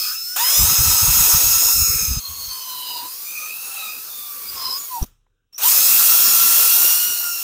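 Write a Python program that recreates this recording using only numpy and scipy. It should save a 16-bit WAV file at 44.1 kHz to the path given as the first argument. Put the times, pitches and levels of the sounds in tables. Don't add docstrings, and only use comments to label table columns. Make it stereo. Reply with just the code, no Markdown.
import sys
import numpy as np
from scipy import signal
from scipy.fft import rfft, irfft, next_fast_len
from scipy.io import wavfile
from scipy.ndimage import uniform_filter1d, map_coordinates

SR = 44100
rng = np.random.default_rng(int(sys.argv[2]) if len(sys.argv) > 2 else 0)


def how_loud(loudness_db):
    steps = np.asarray(loudness_db, float) / 20
    return 10 ** steps


def materialize(psi):
    bounded = np.clip(np.atleast_2d(psi).T, -1, 1)
    quanta = np.round(bounded * 32767).astype(np.int16)
    wavfile.write(sys.argv[1], SR, quanta)


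N = 327663
TIME = np.arange(N) / SR
BEFORE_CUT_S, AFTER_CUT_S, BEFORE_NEXT_S, AFTER_NEXT_S = .3605, .3615, 2.1975, 2.1985

# (time [s], wire noise [dB], pressure [dB])
BRUSH = [
    [(0, -28, -18.5), (.15, -31, -20.5), (0.16, -33.5, -22.5), (BEFORE_CUT_S, -33, -24.5)],
    [(AFTER_CUT_S, -22, -7.5), (.5, -17, -15), (1.3, -15.5, -15.5), (1.62, -16.5, -18), (1.865, -18, -23),
     (2.02, -23, -18.5), (2.113, -26.5, -17), (BEFORE_NEXT_S, -32.5, -10)],
    [(AFTER_NEXT_S, -33, -14), (2.9, -33, -15), (3.04, -33.5, -10.5), (3.1, -32.5, -19), (3.42, -32, -15.5),
     (3.55, -32.5, -16), (3.77, -33, -10), (4.0, -33, -16.5), (4.09, -33.5, -12.5)],
    [(4.1, -32.5, -18), (4.48, -31.5, -16), (4.58, -33, -7.5), (4.72, -31.5, -12.5), (4.81, -32, -15.5),
     (4.96, -31.5, -20), (5.04, -37.5, -9.5)],
    [(5.582, -29.5, -11.5), (5.61, -29, -5), (5.635, -17, -14.5), (5.68, -13.5, -18.5), (6.0, -12.5, -17.5),
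     (6.88, -13, -19.5), (7.1, -20, -20.5), (7.22, -23, -18.5), (7.43, -27.5, -18)],
]
# (time [s], rate [Hz])
SPEED = [
    [(0, 1263), (.1, 1238), (.2, 1334), (.28, 1431), (BEFORE_CUT_S, 1496)],
    [(AFTER_CUT_S, 700), (.385, 850), (.41, 925), (.5, 1090), (.6, 1232), (.68, 1300), (.9, 1310),
     (.96, 1294), (1.11, 1335), (1.22, 1326), (1.31, 1307), (1.5, 1324), (1.66, 1342), (1.8, 1350),
     (1.95, 1314), (2.07, 1285), (BEFORE_NEXT_S, 1262)],
    [(AFTER_NEXT_S, 1090), (2.3, 1090), (2.44, 1092), (2.53, 1048), (2.62, 1026), (2.8, 1003), (2.92, 970),
     (3.03, 948), (3.17, 1098), (3.27, 1200), (3.34, 1245), (3.42, 1225), (3.5, 1262), (3.6, 1318),
     (3.7, 1332), (3.78, 1315), (3.88, 1255), (4.09, 1320)],
    [(4.1, 1210), (4.3, 1170), (4.5, 1149), (4.6, 1066), (4.72, 1026), (4.77, 1114), (4.82, 1158),
     (4.87, 1107), (4.94, 985), (5.0, 895), (5.032, 850)],
    [(5.58, 415.5), (5.615, 640), (5.648, 925), (5.7, 1104), (5.75, 1215), (5.8, 1280), (5.87, 1337),
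     (5.95, 1359), (6.4, 1359), (6.7, 1375), (6.9, 1420), (7.05, 1452), (7.2, 1424), (7.43, 1359)],
]
# (frequency [Hz], density [dB per Hz])
HANDLE_RUMBLE = [(20, -16), (60, -16.5), (150, -5), (300, -1.5), (520, 0), (700, -33.5)]
RATTLE = [(310, -33.5), (520, -11.5), (1340, -1.5), (1800, -9), (2220, -12), (2590, -4.5), (3300, -6),
          (3900, -5.5), (6600, -120)]
SCRUB = [(1180, -23.5), (2000, -11.5), (2270, -13.5), (2600, -2.5), (2890, -16.5), (3840, -4), (4660, -6),
         (5210, 2), (6600, 3.5), (10500, -6), (13600, -21), (22000, -120)]
WIRE_TIPS = [(5000, -49.5), (8500, -4.5), (10400, -4.5), (13800, 2), (14700, 6.5), (15300, 3.5),
             (15700, -10)]
SCRUB_OVER = [-1, -4, -7, -8, -6]
RUMBLE_OVER = [-30.5, -31, -27.5, -26.5, -33]
FROM_REST = [0, 1, 0, 0, 1]
# (echo [dB], t60 [s], floor [dB], creep of the squeezed trigger [dB])
PAUSE = [(-63, 0.32, -87.5, -74.5), (-58, 0.37, -87, -65.5), (-56, 0.33, -92, -64.5),
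         (-49, 0.19, -101, -59)]
# (time [s], half length [s], frequency [Hz], width [Hz], share lost
THINNED = [(1.88, 0.32, 3200, 400, .6), (1.95, .3, 800, 270, .4), (0.64, 0.27, 4800, 500, .3),
           (2.3, 0.23, 2100, 560, 0.45), (1.78, .15, 1950, 300, .5), (7.28, .12, 3500, 400, .5),
           (7.36, .12, 2000, 350, .5), (7.1, .08, 700, 250, .5), (.29, .09, 10800, 1200, .4),
           (5.95, .15, 6100, 500, .3), (4.48, .12, 6300, 700, .3)]

GRIP = [(-39.5, -52, -41, -27, -40, -36), (-34, -36.5, -37, -32, -20.5, -29),
        (-41, -59, -39, -36.5, -45, -43), (-41.5, -43, -41.5, -40.5, -42.5, -47),
        (-37.5, -34.5, -36, -30.5, -35, -34)]
# (frequency [Hz], width [Hz], gain [dB])
HOUSING = [(941, 120, 14.5), (2700, 210, 4), (6700, 450, 5.5)]
# (time [s], half length [s], level [dB])
LOW_BITES = [
    [(.05, 0.14, -47), (.33, 0.042, -50), (.375, 0.015, -35), (.418, 0.04, -29), (.97, 0.14, -38.5),
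     (2.75, 0.31, -42), (3.04, 0.073, -38), (3.45, 0.072, -44.5), (3.85, 0.088, -40.5), (4.68, 0.18, -37.5),
     (4.962, 0.065, -29), (2.33, 0.14, -48.5), (4.35, 0.19, -49), (5.66, 0.045, -30.5), (6.45, .5, -42),
     (7.28, 0.063, -38.5)],
    [(.03, 0.082, -41), (.39, 0.041, -34), (.47, .05, -40), (3.41, 0.18, -35.5), (3.64, 0.31, -42.5),
     (3.88, 0.17, -36), (4.44, .07, -54), (7.05, .35, -43.5)],
    [(.25, 0.11, -52), (.53, 0.14, -36), (2.3, 0.06, -52), (2.7, 0.27, -43), (2.92, 0.16, -38.5),
     (3.85, .09, -39), (4.2, 0.14, -43.5), (4.68, 0.095, -50), (5.69, .04, -35), (7.0, 0.22, -48),
     (7.2, .08, -44)],
]
HIGH_BITES = [
    [(.05, 0.13, -33), (.4, 0.026, -26), (1.76, 0.2, -26.5), (2.43, 0.14, -39.5), (2.87, 0.31, -39.5),
     (3.88, 0.067, -50), (4.68, 0.1, -33.5), (6.27, .1, -30), (6.9, .12, -38), (7.08, 0.1, -34),
     (7.3, .16, -39)],
    [(1.6, 0.78, -44), (2.95, 0.13, -37), (3.17, .09, -47), (3.3, 0.068, -42), (3.43, .09, -42),
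     (3.7, .12, -47), (5.98, .08, -33), (5.81, 0.08, -24.5), (6.27, .12, -29)],
    [(.58, .09, -27), (2.4, 0.29, -39), (3.28, 0.046, -42), (2.7, .12, -45), (4.96, .05, -50),
     (4.82, 0.069, -33), (1.75, .2, -40), (1.1, .5, -34), (5.73, .07, -30)],
]
# (order [no unit], time [s], half length [s], level [dB])
HIGH_ORDERS = [(7, .415, 0.029, -30.5), (8, 0.52, .04, -33), (9, 2.55, .06, -43), (9, 2.82, 0.11, -45),
               (9, 3.1, .05, -43), (8, 3.3, .07, -44), (8, 3.69, 0.17, -37), (7, 5.69, .05, -32),
               (5, 5.66, .04, -32), (4, 5.65, .04, -33), (6, 5.92, .1, -33), (7, 4.95, .05, -46)]
# (level over the rattle [dB], width [Hz])
RIDGES = [(-8.5, 220), (-10, 240), (-8.5, 300)]
RIDGE_OVER = [0, -1, -1, -1, -5]
CHATTER_USUAL = [.75, .52, .47, .5, .5]

# (time [s], frequency [Hz], level [dB])
SWITCH = [
    [(0, 5176, -27.5), (.2, 5230, -29.5), (.356, 5285, -33)],
    [(.41, 5000, -35.5), (.458, 5135, -21), (.542, 5140, -23), (.672, 5102, -25), (.906, 5162, -24.5),
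     (.946, 5131, -28), (1.004, 5140, -23.5), (1.05, 5085, -30), (1.19, 5134, -25.5), (1.35, 5100, -28),
     (1.385, 5050, -34), (1.522, 5190, -27), (1.7, 5120, -28), (1.842, 5151, -27.5), (2.028, 5200, -29),
     (2.08, 5110, -31), (2.19, 5070, -34.5)],
    [(2.42, 5080, -56), (2.606, 5100, -39.5), (2.83, 4980, -47), (2.87, 4970, -35), (3.05, 5020, -46),
     (3.124, 4920, -43), (3.27, 5040, -50), (3.45, 5040, -57)],
    [(3.85, 4870, -50), (3.92, 4950, -43), (4.02, 5000, -56), (4.3, 5030, -53)],
    [(4.46, 4720, -48), (4.54, 4800, -50), (4.6, 4960, -38), (4.655, 5020, -28), (4.71, 5100, -28),
     (4.77, 4960, -29), (4.79, 4950, -40)],
    [(5.68, 5010, -36.5), (5.75, 5155, -27.5), (5.86, 5210, -30), (5.92, 5170, -39), (6.3, 5083, -35.5),
     (6.6, 5100, -41.5)],
]
# (time [s], peak [dB], frequency [Hz], length [s])
SQUEEZE = [(5.531, -48, 5650, 0.004), (5.537, -41, 5420, 0.0044), (5.548, -28, 5500, 0.0026),
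           (5.557, -36, 5920, 0.004), (5.565, -31, 5800, 0.004), (5.572, -37, 5550, 0.003),
           (5.581, -27.5, 5750, 0.0022), (5.587, -24.5, 5600, 0.0025), (5.595, -30, 6050, 0.003)]

# (time [s], half length [s], frequency [Hz], width [Hz],
# level [dB])
BAND_SWELLS = [(0.095, 0.15, 1440, 290, -44.5), (0.118, 0.14, 2660, 210, -43.5), (6.27, .09, 5400, 243, -29.5),
               (1.94, 0.11, 2200, 260, -42.5), (0.05, .15, 14400, 1100, -29.5), (.28, .09, 15000, 150, -43),
               (.04, .1, 8800, 440, -42), (2.56, 0.12, 4450, 160, -37.5), (1.1, .68, 930, 110, -40.5),
               (2.97, 0.13, 830, 230, -48), (.3, .1, 190, 40, -62.5), (3.45, 0.11, 560, 150, -59.5),
               (2.947, 0.14, 4207, 500, -37.5), (3.42, 0.11, 6100, 350, -38), (3.78, 0.16, 800, 90, -50),
               (5.66, 0.055, 3000, 450, -31), (.06, .11, 4500, 500, -36), (0.055, .1, 3300, 390, -42),
               (1.9, .2, 1300, 200, -41), (3.04, .04, 300, 200, -53), (4.99, .04, 800, 120, -40),
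               (2.35, .08, 4300, 200, -41), (2.17, .04, 6300, 390, -34.5), (1.335, .022, 1250, 200, -30),
               (1.335, .03, 930, 80, -35), (1.63, .015, 900, 500, -35), (1.95, .25, 2480, 200, -39),
               (7.3, .16, 5500, 250, -38), (1.69, .03, 950, 100, -39), (5.64, .03, 4200, 500, -32),
               (.3, .07, 13400, 200, -40), (5.031, .012, 5800, 400, -36), (2.95, .2, 350, 150, -58),
               (1.95, .2, 450, 120, -52), (4.67, 0.15, 5150, 330, -29.5), (4.52, .07, 4850, 140, -38.5),
               (2.25, 0.092, 4240, 140, -34.5), (2.5, 0.042, 4230, 170, -34), (2.74, .08, 4100, 260, -39),
               (2.98, 0.14, 990, 45, -38.5), (5.39, .1, 1550, 160, -83), (5.268, 0.005, 1200, 900, -68),
               (6.42, 0.78, 3330, 250, -35)]
MID_HISS_OVER = [-20, -30.5, -14, -15.5, -19.5]

# (time [s], peak [dB], swing [Hz], half length [s])
PUFFS = [(0.61, -22, 50.8, 0.029), (0.644, -18.5, 100, 0.0049), (0.684, -29.5, 84.8, 0.0093),
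         (0.722, -29, 53.6, 0.013), (0.806, -22, 120.8, 0.016), (0.895, -25, 75, 0.066),
         (1.036, -24.5, 105, 0.015), (1.093, -23, 45.3, 0.022), (1.187, -27, 50.8, 0.052),
         (1.347, -21.5, 76.8, 0.0073), (1.373, -28.5, 75, 0.003), (1.463, -31.5, 50.8, 0.025),
         (1.567, -38, 81, 0.017), (1.658, -42, 58.8, 0.016), (1.786, -29, 83.3, 0.008),
         (1.817, -26.5, 74.4, 0.023), (1.895, -31, 59, 0.019), (1.953, -31, 54.8, 0.022),
         (2.031, -31, 100, 0.018), (2.113, -22.5, 60, 0.035), (2.175, -23.5, 46, 0.017),
         (2.311, -43, 74.9, 0.029), (2.484, -46, 42.6, 0.014), (2.52, -49, 92.4, 0.0083),
         (2.41, -51, 70, 0.08), (1.52, -39, 60, 0.04), (1.26, -37, 50, 0.03), (1.76, -36, 50, 0.02)]

# (time [s], peak [dB])
KNOCKS = [
    (6.2, -22),
    (5.028, -26),
    (5.063, -39),
]
# (frequency [Hz], width [Hz], level [dB])
CASING = [(3000, 900, -9.5), (5840, 700, 1), (9600, 900, -5), (13500, 2500, -2.5)]
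# (time [s], half length [s], level [dB])
JOLT = (5.03, 0.025, -33)
# (frequency [Hz], density [dB per Hz])
SHUDDER = [(60, -7), (200, 6), (500, -11), (1100, -7), (1800, -37)]

# (frequency [Hz], level [dB], t60 [s])
BENCH = [(33.3, 4.5, 1), (81, -14, 0.73)]
# (frequency [Hz], density [dB per Hz])
ROOM = [(18, 1), (50, 0.5), (110, -0.5), (250, -18.5)]
# (time [s], half length [s], level [dB])
LEAN = (4.6, 0.18, -58)
# (time [s], from [Hz], to [Hz])
SPLITS = [(0.188, 8900.0, 11100.0), (1.279, 6400, 7950), (1.698, 12900, 14620), (1.841, 5500, 7000.0),
          (3.443, 12400.0, 13760), (4.044, 8820, 12480), (4.93, 11920, 13070), (5.949, 13100, 15280),
          (6.32, 8920, 12470), (6.81, 10820, 12320), (7.017, 5710, 7700.0), (7.017, 8860, 11000),
          (7.411, 13700.0, 15600)]

STOP_S, SQUEEZE_S, START_S = 5.045, 5.527, 5.58
FULL_SPEED_HZ = 1300
USUAL_DB = -16


def unit(x):
    return x / np.sqrt(np.mean(np.abs(x) ** 2) + 1e-20)


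def curves(tables):
    s, *cols = np.transpose(np.concatenate(tables))
    return [np.interp(TIME, s, c) for c in cols]


def sounding(tables, fade=.006):
    inside = sum((TIME >= rows[0][0] - fade) & (TIME < rows[-1][0] + fade) for rows in tables)
    return uniform_filter1d(1. * (inside > 0), round(fade * SR))


def per_shot(values):
    starts = [rows[0][0] for rows in SPEED[1:]]
    return np.asarray(values)[np.searchsorted(starts, TIME + .0005)].T


def swell(s, length, db):
    return how_loud(db) * np.clip(1 - ((TIME - s) / length) ** 2, 0, 1) ** 1.4


def wobble(rate, t=TIME):
    return map_coordinates(rng.standard_normal(int(N * rate / SR) + 4), [t * rate])


def filtered(x, response):
    m = next_fast_len(N + 8192)
    return irfft(rfft(x, m) * response(np.fft.rfftfreq(m, 1 / SR)), m)[:N]


def coloured(x, points):
    hz, db = np.transpose(points)
    return unit(filtered(x, lambda f: how_loud(np.interp(np.log(f + 1), np.log(hz), db, -120, -120))))


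def patchy(depth_db):
    z = signal.stft(rng.standard_normal(N + 512), nperseg=512)[2]
    field = uniform_filter1d(uniform_filter1d(rng.standard_normal(z.shape), 6, 0), 10, 1)
    return signal.istft(z * how_loud(depth_db * unit(field)), nperseg=512)[1][:N]


def fuzzy(turns, clean, blur_hz, t=TIME):
    narrow = wobble(blur_hz, t) + 1j * wobble(blur_hz, t)
    wide = wobble(2.5 * blur_hz, t) + 1j * wobble(2.5 * blur_hz, t)
    skirt = unit(narrow + .7 * wide)
    share = np.clip(clean, 0, 1)
    envelope = np.sqrt(share) + np.sqrt(1 - share) * skirt
    return np.sqrt(2) * np.real(envelope * np.exp(2j * np.pi * turns))


def contact():
    wires_db, pressure_db = curves(BRUSH)
    extra_db = pressure_db - USUAL_DB
    octaves_db = 25 * np.log2(curves(SPEED)[0] / FULL_SPEED_HZ)
    rumble_db = per_shot(RUMBLE_OVER) + 0.65 * extra_db + octaves_db * per_shot(FROM_REST)
    scrub_db = per_shot(SCRUB_OVER) + 0.35 * extra_db
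    running = how_loud(wires_db + [rumble_db, pressure_db, scrub_db, 0 * TIME])
    since = np.abs(TIME - STOP_S)
    paused = [how_loud(db - 60 * since / t60) + how_loud(np.where(TIME < SQUEEZE_S, floor_db, creep_db))
              for db, t60, floor_db, creep_db in PAUSE]
    gains = np.where((TIME > STOP_S) & (TIME < START_S), paused, running)
    return uniform_filter1d(gains, size=SR // 900, axis=1)


def brush(shaft):
    spectra = (HANDLE_RUMBLE, RATTLE, SCRUB, WIRE_TIPS)
    patches_db, flickers_db = (3.6, 2.0, 1.77, 1.4), (0.76, 1.1, 0.73, 0.74)
    throb_db = 0.45 * wobble(6.6) + 0.35 * wobble(27) + 0.25 * np.cos(2 * np.pi * shaft)
    out = 0
    for gain, spectrum, patch_db, flicker_db in zip(contact(), spectra, patches_db, flickers_db):
        strikes = patchy(patch_db) * how_loud(flicker_db * wobble(900))
        out = out + gain * how_loud(throb_db) * coloured(strikes, spectrum)
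    lost = 0
    for s, length, hz, width_hz, share in THINNED:
        band = filtered(out, lambda f: np.exp(-((f - hz) / width_hz) ** 2))
        lost = lost + share * swell(s, length, 0) * band
    return out - lost


def gears(teeth, unsteady):
    rate, = curves(SPEED)
    wires_db, pressure_db = curves(BRUSH)
    speed = rate / FULL_SPEED_HZ
    chatter = np.clip(per_shot(CHATTER_USUAL) + .05 * (pressure_db - USUAL_DB), .2, .9)
    chatter = chatter * np.clip(speed, 0, 1) ** (4 * per_shot(FROM_REST))
    turns = np.cumsum(rate * (1 + unsteady * wobble(25) + .0025 * wobble(7))) / SR
    stiffness = [1.5, .75, .55, .75, 1.0, .85]
    blur_hz = [105, 175, 200, 250, 190, 260]
    orders = 0
    for k, (grip_db, bites) in enumerate(zip(per_shot(GRIP), LOW_BITES + HIGH_BITES)):
        order_hz = (k + 1) * rate
        housing_db = sum(db / (1 + ((order_hz - hz) / width) ** 2) for hz, width, db in HOUSING)
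        steady = how_loud(grip_db + 0.46 * wires_db + housing_db) * speed ** 3.5
        level = steady + sum(swell(*bite) for bite in bites)
        drift = how_loud(1.5 * wobble(16))
        orders = orders + level * drift * fuzzy((k + 1) * turns, stiffness[k] * (1 - chatter), blur_hz[k])
    for k, (db, width_hz) in enumerate(RIDGES):
        level = how_loud(wires_db + pressure_db + db + per_shot(RIDGE_OVER)) * speed ** 2
        orders = orders + level * fuzzy((k + 1) * turns, 0, width_hz)
    for order, *bite in HIGH_ORDERS:
        orders = orders + swell(*bite) * fuzzy(order * turns, .3, 300)
    return sounding(SPEED) * orders, turns / teeth


def switch():
    hz, db = curves(SWITCH)
    turns = np.cumsum(hz + 6 * wobble(30)) / SR
    out = sounding(SWITCH, .004) * how_loud(db + 1.2 * wobble(22)) * fuzzy(turns, .93, 50)
    closing = slice(round(5.5 * SR), round(5.62 * SR))
    t = TIME[closing]
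    for s, peak_db, chirp_hz, length in SQUEEZE:
        envelope = how_loud(peak_db) * np.exp(-((t - s) / length) ** 2)
        out[closing] += envelope * fuzzy(chirp_hz * t, .8, 250, t) / np.sqrt(2)
    return out


def band_swells():
    out = how_loud(per_shot(MID_HISS_OVER)) * contact()[-1] * fuzzy(4500 * TIME, 0, 600)
    for s, length, hz, width_hz, db in BAND_SWELLS:
        near = np.abs(TIME - s) < length
        t = TIME[near]
        level = how_loud(2.0 * wobble(30, t)) * swell(s, length, db)[near]
        out[near] += level * fuzzy(hz * t, 0, width_hz, t)
    return out


def fan_air(stretch, hiss):
    out = np.zeros(N)
    eddies = coloured(rng.standard_normal(N), [(25, -2.5), (70, -3.0), (150, -9.0), (300, -26.5), (500, -50.0)])
    for s, db, hz, length in PUFFS:
        t = TIME - s
        envelope = how_loud(db) * np.exp(-(t / (stretch * length + 0.0059)) ** 2)
        swing = np.sin(2 * np.pi * (hz * t + rng.random()))
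        out += envelope * (swing + hiss * eddies)
    return out


def brake():
    def bump(s, width):
        return np.exp(-((TIME - s) / width) ** 4)

    def ring(f):
        return sum((-1) ** k * how_loud(db) * 1j * f * width / (hz * hz - f * f + 1j * f * width)
                   for k, (hz, width, db) in enumerate(CASING))

    push = -how_loud(-13) * bump(5.0225, .0052) + how_loud(-17) * bump(5.0295, .002)
    shudder = swell(*JOLT) * coloured(rng.standard_normal(N), SHUDDER)
    blows = sum(how_loud(db - 60 * np.abs(TIME - s) / 0.029) * (TIME > s - .002) for s, db in KNOCKS)
    return push + shudder + filtered(blows * rng.standard_normal(N), ring)


def room_tone():
    paused = (TIME > STOP_S) & (TIME < START_S)
    since = np.abs(TIME - STOP_S)
    boom = how_loud(-57.5 - 60 * since / 0.61) + how_loud(-79)
    level = uniform_filter1d(np.where(paused, boom, how_loud(-68) + swell(*LEAN)), size=SR // 50)
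    ring = sum(how_loud(-55 + db - 60 * since / t60) * np.sin(2 * np.pi * hz * since) for hz, db, t60 in BENCH)
    return level * coloured(rng.standard_normal(N), ROOM) + (TIME > STOP_S) * ring


def scene():
    whine, shaft = gears(teeth=22, unsteady=0.00202)
    mono = brush(shaft) + whine + switch() + band_swells()
    mono = mono + fan_air(stretch=0.65, hiss=.95) + brake() + room_tone()
    return np.array([mono, mono])


def top_cut(x):
    return signal.sosfilt(signal.butter(12, 16730, fs=SR, output="sos"), x)


def record(dry):
    limited = dry[0] / (1 + np.abs(dry[0] / .85) ** 4) ** (1 / 4)
    mono = filtered(limited, lambda f: f < 15750)
    stale = np.roll(mono, 3000)
    side = 0
    for s, low_hz, high_hz in SPLITS:
        window = np.cos(np.pi * np.clip((TIME - s) / .046, -.5, .5))
        side = side + window * filtered(stale, lambda f: (f > low_hz) & (f < high_hz))
    return top_cut(np.array([mono + .9 * side, mono - .55 * side]))


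dry = scene()
out = record(dry)
materialize(out)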